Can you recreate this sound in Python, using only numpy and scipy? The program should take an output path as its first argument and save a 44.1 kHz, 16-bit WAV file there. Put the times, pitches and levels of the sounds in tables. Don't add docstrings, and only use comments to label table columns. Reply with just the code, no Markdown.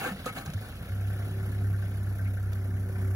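import sys
import numpy as np
from scipy import signal
from scipy.fft import rfft, irfft
from scipy.io import wavfile

SR = 44100
rng = np.random.default_rng(int(sys.argv[2]) if len(sys.argv) > 2 else 0)


def inscribe(sig):
    pcm = np.round(np.clip(np.atleast_2d(sig).T, -1, 1) * 32767)
    wavfile.write(sys.argv[1], SR, pcm.astype(np.int16))


def amplitude_ratio(level_db):
    exponent = np.asarray(level_db, float) / 20
    return 10 ** exponent


N = 138915
T = np.arange(N) / SR


def evened(x):
    return x / np.sqrt(np.mean(x ** 2) + 1e-20)


def read(points, hz):
    f, value = np.transpose(points)
    return np.interp(np.log(hz + 1), np.log(f + 1), value)


def colour(x, points):
    return irfft(rfft(x) * amplitude_ratio(read(points, np.fft.rfftfreq(N, 1 / SR))), N)


def coloured_noise(points):
    return evened(colour(rng.standard_normal(N), points))


def resonate(x, hz, width):
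    r = np.exp(-np.pi * width / SR)
    return 2 * signal.lfilter([1 - r], [1, -r * np.exp(2j * np.pi * hz / SR)], x).real


def wander(rate_hz):
    f, phase = np.geomspace(rate_hz / 20, rate_hz, 20), rng.random(20)
    coarse = np.sin(2 * np.pi * (f * T[::64, None] + phase)) @ f ** -.5
    return evened(np.interp(T, T[::64], coarse))


def curve(table, column):
    points = np.transpose(table)
    return np.interp(T, points[0], points[column])


# (time [s], firing rate [Hz])
ENGINE_SPEED = [(.45, 24), (.63, 26.6), (.81, 30.4), (.92, 32.5), (1.15, 33.6), (1.6, 33.29), (1.8, 33.06),
                (2.2, 32.86), (2.5, 32.55), (2.9, 32.5), (3.15, 32.15)]


def firing_count():
    turns = np.cumsum(curve(ENGINE_SPEED, column=1)) / SR
    firing_at_s = 1.0061
    return turns - turns[round(firing_at_s * SR)] + 34


# (time [s], exhaust hum level [dB], clatter level [dB])
ENGINE_LOAD = [(.55, -114, -51), (.75, -56, -54.5), (.875, -77, -49.5), (.91, -32.5, -51.5),
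               (1.0, -31, -52.5), (1.2, -34.5, -50.5), (1.38, -34.5, -53), (1.44, -29, -51),
               (1.49, -32.5, -52), (1.63, -28.5, -53), (2.0, -32, -54), (2.25, -30, -52.5),
               (2.4, -33, -54.5), (2.6, -30.5, -54), (2.85, -28.5, -54.5), (2.92, -34, -54),
               (3.05, -33, -52), (3.15, -33.5, -53.5)]
# (multiple of firing rate [1], level [dB], share of the load swing [0-1])
HUM_ORDERS = [(1, -26, 0.15), (2, -14, 0.13), (3, -0.5, 0.54), (4, -34.5, 0.02), (5, -25.5, 0.7),
              (6, -25, 0.15), (8, -27, 0.73)]


def exhaust_hum(turns):
    load_db = curve(ENGINE_LOAD, column=1)
    top_db = load_db.max()
    out = np.zeros(N)
    for k, db, share in HUM_ORDERS:
        level_db = top_db + db + share * (load_db - top_db) + 1.7 * wander(28)
        out += np.sqrt(2) * amplitude_ratio(level_db) * np.cos(2 * np.pi * (round(k) * turns + rng.random()))
    return out


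CYLINDER_LEVELS = [1, 1, 0, 0, 1, -1]


def beats(turns, decay_s):
    rise_s, jitter_db = .003, 1.8
    count = turns.astype(int)
    jitter = np.clip(rng.standard_normal(200), -1.5, 1.5)[count]
    size_db = np.take(CYLINDER_LEVELS, count % 6) + jitter_db * jitter
    since = turns % 1 / curve(ENGINE_SPEED, column=1)
    return amplitude_ratio(size_db) * (1 - np.exp(-since / rise_s)) * np.exp(-since / decay_s) * 2


# (frequency [Hz], width [Hz], level [dB])
BLOCK_MODES = [(479, 94, -2.5), (725, 111, -1.5), (1139, 22, -13.5), (1352, 110, -4.5), (1478, 81, -4),
               (1579, 70, -6), (1743, 80, -6.5), (2007, 160, -9.5), (2195, 43, -10.5)]
# (cylinder [index], level [dB])
LATE_VALVES = [
    (1, 1.5),
    (4, -2),
]


def clatter(turns):
    valve_db = np.full(6, -60.)
    for cylinder, db in LATE_VALVES:
        valve_db[round(cylinder)] = db
    late = turns - 0.66 + 6
    fade_in = np.clip((T - .9) / 0.27, 0, 1)
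    valves = amplitude_ratio(valve_db[late.astype(int) % 6]) * beats(late, decay_s=0.0051) * fade_in
    grit = rng.standard_normal(N)
    drive = (.55 + beats(turns, decay_s=.013) + .5 * valves) * grit
    ring = 0.11 * resonate(valves * grit, 1525, 99)
    for k, (f, width, db) in enumerate(BLOCK_MODES):
        ring += (-1) ** k * amplitude_ratio(db) * resonate(drive, f, width) / np.sqrt(width)
    return amplitude_ratio(curve(ENGINE_LOAD, column=2)) * evened(ring)


def strike(blows):
    out = np.zeros(N)
    for s, db, hz, t60 in blows:
        part = out[round(s * SR):][:SR // 2]
        t = T[:len(part)]
        part += amplitude_ratio(db - 60 * t / t60) * (1 - np.exp(-t / 0.0026)) * np.sin(2 * np.pi * hz * t)
    return out


# (time [s], level [dB], ring [Hz])
VALVE_KNOCKS = [(1.01, -45.5, 1355), (1.101, -45, 1550), (1.163, -45, 1450), (1.196, -45.5, 1557),
                (1.432, -47, 1310), (1.46, -47, 1567), (1.52, -45, 1700), (1.615, -49, 1307),
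                (1.641, -42, 1550), (1.705, -51, 2245), (1.731, -41, 1562), (1.742, -45, 1414),
                (1.822, -44, 1550), (1.855, -46, 1528), (1.856, -57, 2000), (1.914, -55, 1540),
                (2.066, -46, 1440), (2.188, -41.5, 1550), (2.246, -54, 1330), (2.255, -44, 2200),
                (2.371, -43.5, 1550), (2.431, -45.5, 1418), (2.555, -48, 1550), (2.589, -57.5, 2050),
                (2.645, -49, 1590), (2.775, -52, 2050), (2.953, -45, 1550), (2.955, -47, 2020)]


def valve_knocks():
    t60 = 0.11
    lower = [(s, db, hz, t60) for s, db, hz in VALVE_KNOCKS]
    upper = [(s, db - 8, hz * 1.17, t60) for s, db, hz in VALVE_KNOCKS]
    return strike(lower + upper)


# (time [s], level [dB], ring [Hz], t60 [s])
EXHAUST_THUMPS = [(0.032, -39, 89.5, 0.26), (0.113, -27.5, 192, 0.17), (0.187, -36.5, 93, 0.38),
                  (0.303, -35.5, 105, 0.2), (0.377, -39, 46.6, 0.6), (0.389, -48, 126, 0.14),
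                  (0.461, -30.5, 86, 0.16), (0.476, -30.5, 147, 0.21), (.49, -29, 170, 0.13),
                  (0.547, -22, 100, 0.27), (.615, -36.5, 104, 0.43), (.705, -29.5, 92, 0.17),
                  (.806, -32.5, 99, 0.19), (.81, -38, 171, 0.13), (.85, -37.5, 192, 0.22),
                  (1.117, -38, 183, 0.1), (1.42, -42, 191, 0.099), (1.53, -37, 170, .15),
                  (1.603, -34.5, 168, 0.2), (1.616, -36, 250, 0.092), (1.718, -35, 163, .12),
                  (2.999, -32.5, 188, 0.18)]


def exhaust_thumps():
    return strike(EXHAUST_THUMPS)


# (time [s], level [dB], ring [Hz], t60 [s])
PINION_BLOWS = [(.014, -38, 1750, .1), (.033, -32, 1720, .05), (.046, -29, 1580, .14),
                (.056, -27, 500, .12), (.044, -37, 590, .1), (.048, -37, 300, .2), (.052, -36, 800, .07),
                (.073, -36, 820, .06), (.058, -39, 2220, .15), (.078, -35, 1370, .08),
                (.088, -35, 1780, .1), (.085, -34, 230, .1), (.012, -39, 870, .08), (.262, -22, 1265, 0.06),
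                (.262, -25, 506, 0.08), (.261, -35, 738, 0.12), (.292, -38, 1290, .07),
                (.325, -48, 3600, .07), (.268, -42, 2250, .06), (.372, -42, 2230, 0.16),
                (.365, -48, 6700, .06), (.38, -45, 4100, .1), (.382, -47, 6000, .06),
                (.382, -47, 6800, .06), (.19, -51, 4110, .05), (.589, -52, 3500, .06)]


def pinion_clanks():
    return strike(PINION_BLOWS)


# (start [s], rise [s], length [s], level [dB])
GEAR_SCRAPES = [
    (-.05, 0.11, 0.19, -34),
    (0.185, 0.0048, 0.054, -48.5),
    (0.256, 0.0067, 0.063, -34.5),
    (0.31, .006, .03, -68),
    (0.349, 0.024, 0.091, -38),
    (0.453, 0.014, 0.046, -44.5),
    (0.617, 0.014, 0.15, -50),
]
# (frequency [Hz], width [Hz], level [dB])
HOUSING_MODES = [(254, 78, 0), (505, 69, -0.5), (778, 63, 5.5), (1150, 42, -2), (1269, 10.5, -1.5),
                 (1550, 174, 4.5), (1784, 43, -7), (2217, 14.6, -1.5), (2725, 150, -3.5), (3770, 800, -0.5),
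                 (4170, 160, -15), (6070, 1100, -5.5)]


def gear_scrapes():
    out = np.zeros(N)
    for s, rise, length, db in GEAR_SCRAPES:
        t = T[:SR] - s
        shape = np.clip(t / rise, 0, 1) ** 0.34 * np.clip((length - t) / (length - rise), 0, 1) ** 0.88
        grain = amplitude_ratio(0.77 * rng.exponential(1, SR // 40 + 1).repeat(40)[:SR])
        grit = evened(rng.standard_normal(SR) * grain) * shape
        tint_db = 0.5 * rng.standard_normal(len(HOUSING_MODES))
        ring = np.zeros(SR)
        for k, (f, width, mode_db) in enumerate(HOUSING_MODES):
            gain = (-1) ** k * amplitude_ratio(mode_db + tint_db[k]) * np.sqrt(SR / width / 40)
            ring += gain * resonate(grit, f, width)
        out[:SR] += amplitude_ratio(db) * (ring + amplitude_ratio(-5.5) * grit)
    return out


# (time [s], level [dB], ring [Hz])
METAL_TICKS = [
    (0.259, -40, 6760),
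    (0.461, -44, 6650),
    (0.502, -48, 3400),
    (0.536, -41.5, 6700),
    (2.531, -50.5, 4860),
    (2.532, -54, 3700),
]


def metal_ticks():
    t60 = .03
    out = np.zeros(N)
    noise = rng.standard_normal(N)
    for s, db, hz in METAL_TICKS:
        snap = amplitude_ratio(db - 60 * np.clip(T - s, 0, 1) / t60) * (T > s) * noise
        out += 1.15 * snap + 2.54 * resonate(snap, hz, 630)
    return out


# (frequency [Hz], level [dB per Hz])
HISS_COLOUR = [(1500, -7.5), (2500, -1.5), (4000, -13.5), (6000, -9.5), (7800, -5.5), (9000, -6),
               (11500, 0.5), (15500, -5.5)]


def injector_hiss(turns):
    load_db = curve(ENGINE_LOAD, column=2)
    air = coloured_noise([(300, -41)] + HISS_COLOUR)
    puffs = evened(0.22 + beats(turns, decay_s=0.022))
    return amplitude_ratio(-56.5 + 0.79 * (load_db - load_db.mean())) * air * puffs


# (frequency [Hz], level [dB per Hz])
RATTLE_COLOUR = [(1200, -25), (2200, 11.5), (3800, 10), (6500, -4), (9000, 0.5)]


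def cold_rattle():
    level_db = -53.5 - 5.5 * T + 1.27 * wander(31.96)
    return amplitude_ratio(level_db) * coloured_noise(RATTLE_COLOUR)


def fan():
    pitch_hz = 381 + 1.25 * wander(10)
    tone = np.sqrt(2) * amplitude_ratio(4.8 * wander(6.19)) * np.sin(2 * np.pi * np.cumsum(pitch_hz) / SR)
    return amplitude_ratio(-58) * tone * np.clip((T - .6) / 0.23, .3, 1)


# (frequency [Hz], level [dB per Hz])
RUMBLE_COLOUR = [(15, -30), (40, -36), (80, -2.5), (160, -0.5), (210, -4), (300, -11.5), (450, -21),
                 (1000, -23)]


def rumble():
    level_db = -44.5 - np.clip(1 - T / 0.48, 0, 1) + 1.5 * wander(12)
    return amplitude_ratio(level_db) * coloured_noise(RUMBLE_COLOUR + [(3000, -42.0)])


def breeze():
    level_db = -65.5 - 3 * np.clip(2 - 2 * T / 0.72, 0, 1) + 4.3 * wander(4.5)
    low = [(20, -26), (40, 9), (200, -7), (600, -36)]
    wind = np.array([colour(row, low) for row in rng.standard_normal((2, N))])
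    return amplitude_ratio(level_db) * evened(wind)


# (frequency [Hz], level against the direct sound [dB])
SCATTER_COLOUR = [(150, -43), (300, -2), (800, -9), (1400, -5), (2500, 2), (4500, 3), (7000, -1),
                  (9500, -10)]


def scattered(mono):
    z = signal.stft(colour(mono, SCATTER_COLOUR), SR, nperseg=256)[2]
    phase = np.exp(2j * np.pi * rng.random((2,) + z.shape))
    return signal.istft(z * phase, nperseg=256)[1][:, :N]


# (frequency [Hz], extra lead of the right port [rad])
LAG_BEND = [(600, -.2), (900, .8), (1100, -.1), (1300, -1.4), (1750, -1.3), (2000, 0), (4500, -.8),
            (7000, 0)]
# (frequency [Hz], left minus right level [dB])
PORT_LEAN = [(250, -0.5), (750, 1.5), (1100, -3.5), (1500, 2), (2000, 5), (3000, -1), (5200, -4), (8000, 0)]


def scene():
    turns = firing_count()
    blows = exhaust_thumps() + pinion_clanks() + valve_knocks() + gear_scrapes() + metal_ticks()
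    blows = signal.lfilter(*signal.butter(2, 50, "high", fs=SR), blows)
    mono = exhaust_hum(turns) + clatter(turns) + blows + injector_hiss(turns)
    mono = mono + cold_rattle() + fan() + rumble()
    hz, side = np.fft.rfftfreq(N, 1 / SR), np.array([[1], [-1]])
    port_lag_s = 0.000183
    lead = 2 * np.pi * hz * port_lag_s + read(LAG_BEND, hz)
    direct = irfft(rfft(mono) * np.exp(-.5j * lead * side), N)
    lean = amplitude_ratio(side * read(PORT_LEAN, hz) / 2)
    return irfft(rfft(direct + scattered(mono)) * lean, N) + breeze()


def low_pass(x):
    return signal.sosfilt(signal.butter(12, 16880, fs=SR, output="sos"), x)


# (low edge [Hz], high edge [Hz])
SUM_BANDS = [(7750, 8950), (13100, 13900), (15800, 22050)]
# (low edge [Hz], high edge [Hz])
DIFFERENCE_BANDS = [(10750, 11150), (15300, 22050)]
# (low edge [Hz], high edge [Hz])
HOLE_RANGE = (2350, 4900)


def record(dry):
    hz, _, z = signal.stft(np.array([dry[0] + dry[1], dry[0] - dry[1]]) / 2, SR, nperseg=1024)
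    frames = z.shape[2]
    power = (abs(z[:, hz > 5000]) ** 2).sum((0, 1))
    loud = power > np.median(power) * amplitude_ratio(10)
    keep = np.ones(z.shape)
    for k, gaps in enumerate([SUM_BANDS, DIFFERENCE_BANDS]):
        for low, high in gaps:
            steps = rng.integers(-1, 2, frames // 6 + 1).repeat(6)[:frames]
            edge = low + 450 * loud * (low < 9000) + 170 * steps * (low < 14000)
            keep[k, (hz[:, None] > edge) & (hz < high)[:, None]] = 0
    spots = rng.random((len(hz) // 4 + 1, frames // 3 + 1)).repeat(4, axis=0).repeat(3, axis=1)
    inside = ((hz > HOLE_RANGE[0]) & (hz < HOLE_RANGE[1]))[:, None] & ~loud
    keep[0, inside & (spots[:len(hz), :frames] < .24)] = 0
    total, diff = signal.istft(z * keep, nperseg=1024)[1][:, :N]
    return low_pass(np.array([total + diff, total - diff]))


dry = scene()
out = record(dry)
inscribe(out)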